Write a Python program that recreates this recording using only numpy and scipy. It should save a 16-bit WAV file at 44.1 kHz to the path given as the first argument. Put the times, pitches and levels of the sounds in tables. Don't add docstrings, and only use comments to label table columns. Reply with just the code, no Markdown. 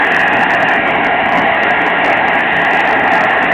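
import sys
import numpy as np
from scipy import signal
from scipy.fft import rfft, irfft
from scipy.io import wavfile
from scipy.ndimage import uniform_filter1d

SR = 44100
rng = np.random.default_rng(int(sys.argv[2]) if len(sys.argv) > 2 else 0)


def pcm_store(signal):
    levels = np.round(np.clip(np.atleast_2d(signal), -1, 1) * 32767)
    wavfile.write(sys.argv[1], SR, levels.astype(np.int16).T)


N = 155673
TIME = np.arange(N) / SR
FLUTTER_HZ = 13.4

# time in seconds, howl gain in dB, gain of the roar's treble in dB.
EXHAUST_SURGES = [(0, 0, 2), (.2, -3.5, 3), (.35, 2.5, 0.5), (.7, -2, 0), (1.0, -0.5, -1), (1.5, 0.5, -0.5),
                  (1.85, -1.5, 0.5), (2.35, -0.5, 0.5), (2.5, -2.5, 2), (2.7, 2, 2), (3.0, 0, -1.5),
                  (3.25, 1.5, -0.5), (3.53, -1, -0.5)]


def roar(level_db=-16, patch_db=1.68, treble_ramp_hz=(1800, 2700)):
    # frequency in Hz, relative level in dB.
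    roar_spectrum = [(10, -49.5), (28, -29.5), (55, -23), (100, -8.5), (155, -9.5), (200, -9), (250, 3),
                     (300, 0), (385, -3.5), (440, 1), (520, -6), (610, 2), (880, 0), (980, 2.5), (1250, -6),
                     (1550, -4), (2300, -6.5), (2750, -5.5), (3100, -14), (3500, -22), (3900, -29),
                     (4250, -40), (4600, -55)]
    size, hop = 1024, 256
    frames = N // hop + 5
    hz = np.fft.rfftfreq(size, 1 / SR)
    frame_times = np.arange(frames) * hop / SR
    real, imag, patches = rng.standard_normal((3, frames, len(hz)))
    patches = uniform_filter1d(patches, size=14, axis=0)
    patches = unit(uniform_filter1d(patches, size=8, axis=1))
    points_hz, points_db = np.transpose(roar_spectrum)
    colour_db = np.interp(np.log(hz + 1), np.log(points_hz), points_db)
    _, surge_db = curve(EXHAUST_SURGES, frame_times)
    treble_db = np.outer(surge_db, np.interp(hz, treble_ramp_hz, [0, 1]))
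    spectra = (real + 1j * imag) * amp(colour_db + treble_db + patch_db * patches)
    _, noise = signal.istft(spectra.T, nperseg=size, noverlap=size - hop)
    return amp(level_db) * unit(noise[:N])


def howl():
    # centre in Hz, width in Hz, level in dB before surge and swell.
    howl_bands = [(671, 20.6, -25.5), (729.2, 68, -21.5), (786, 94, -21.5), (833.6, 54, -26.5)]
    surge_db, _ = curve(EXHAUST_SURGES, TIME)
    waver = .25 * drift(rate_hz=9)
    cluster = sum(amp(db) * resonance(hz + width * waver, width) for hz, width, db in howl_bands)
    return amp(surge_db) * cluster


def rush():
    # time in seconds, centre in Hz, level in dB before the swell.
    main_band = [(0, 1833, -13.5), (.25, 1765, -14.5), (.55, 1803, -17.5), (.72, 1772, -15.5),
                 (.85, 2055, -20.5), (1.05, 1956, -21.5), (1.4, 1949, -18), (2.1, 1899, -19.5),
                 (2.6, 1863, -15.5), (3.1, 1876, -18.5), (3.53, 1860, -17.5)]
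    high_band = [(0, 2560, -30), (.25, 2500, -26), (.45, 2550, -34), (.68, 2480, -27), (.82, 2270, -24.5),
                 (1.05, 2230, -25), (1.6, 2260, -33), (2.1, 2250, -24), (2.5, 2280, -37.5),
                 (3.53, 2500, -37.5)]
    out = np.zeros(N)
    for path, width_hz in ((main_band, 330), (high_band, 215)):
        centre_hz, level_db = curve(path, TIME)
        out += amp(level_db) * resonance(centre_hz, width_hz)
    return out


def whine(wander_depth_hz=1.44, flutter_depth=.54):
    # frequency in Hz, level in dB.
    turbine_tones = [(1395, -31.3), (1640.7, -25), (1887, -27), (2790, -34.2)]
    out = np.zeros(N)
    for hz, db in turbine_tones:
        pitch_hz = hz + wander_depth_hz * drift(rate_hz=6.16)
        phase = 2 * np.pi * np.cumsum(pitch_hz) / SR
        flutter = 1 + flutter_depth * drift(FLUTTER_HZ)
        out += amp(db) * unit(flutter * np.sin(phase))
    return out


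def drone():
    return amp(-35.5) * resonance(centre_hz=174, width_hz=7)


def resonance(centre_hz, width_hz):
    offset_hz = np.fft.fftfreq(N, 1 / SR)
    real, imag = rng.standard_normal((2, N))
    envelope = np.fft.ifft((real + 1j * imag) / (1 + (offset_hz / width_hz) ** 2) ** 2)
    phase = 2 * np.pi * np.cumsum(centre_hz * np.ones(N)) / SR
    return unit((envelope * np.exp(1j * phase)).real)


def drift(rate_hz):
    hz = np.fft.rfftfreq(N, 1 / SR)
    rolloff = np.exp(-.5 * (hz / rate_hz) ** 2)
    return unit(irfft(rfft(rng.standard_normal(N)) * rolloff, N))


def curve(table, t):
    times, *columns = np.transpose(table)
    return [np.interp(t, times, column) for column in columns]


def amp(db):
    return 10 ** (np.asarray(db) / 20)


def unit(x):
    return x / np.sqrt(np.mean(x ** 2) + 1e-20)


def limiter(x, threshold_db=-11.5, share=.23, reaction_s=.0035):
    window = signal.windows.hann(2 * int(reaction_s * SR) + 1)
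    power = signal.oaconvolve(x ** 2, window[None] / window.sum(), "same")
    over_db = np.maximum(10 * np.log10(abs(power) + 1e-12) - threshold_db, 0)
    return x * amp(-share * over_db)


def scene():
    # time in seconds, gain in dB.
    exhaust_swell = [(0, -1.16), (.45, 0.36), (.95, 0.5), (1.5, 0.73), (1.85, 0), (2.25, 1.25), (2.5, -0.5),
                     (2.7, 0), (3.53, 1.8)]
    exhaust = roar() + howl() + rush()
    swell_db = curve(exhaust_swell, TIME)[0]
    buffet_db = .5 * drift(FLUTTER_HZ)
    return (exhaust * amp(swell_db + buffet_db) + whine() + drone())[None]


def record(dry, mic_top_hz=4400, clip_level=.71, crackle_top_hz=15900):
    mic_filter = signal.firwin(255, mic_top_hz, window=("kaiser", 8), fs=SR)
    top_filter = signal.firwin(511, crackle_top_hz, window=("kaiser", 9), fs=SR)
    dull = signal.oaconvolve(dry, mic_filter[None], "same")
    clipped = np.clip(limiter(dull), -clip_level, clip_level)
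    return signal.oaconvolve(clipped, top_filter[None], "same")


dry = scene()
out = record(dry)
pcm_store(out)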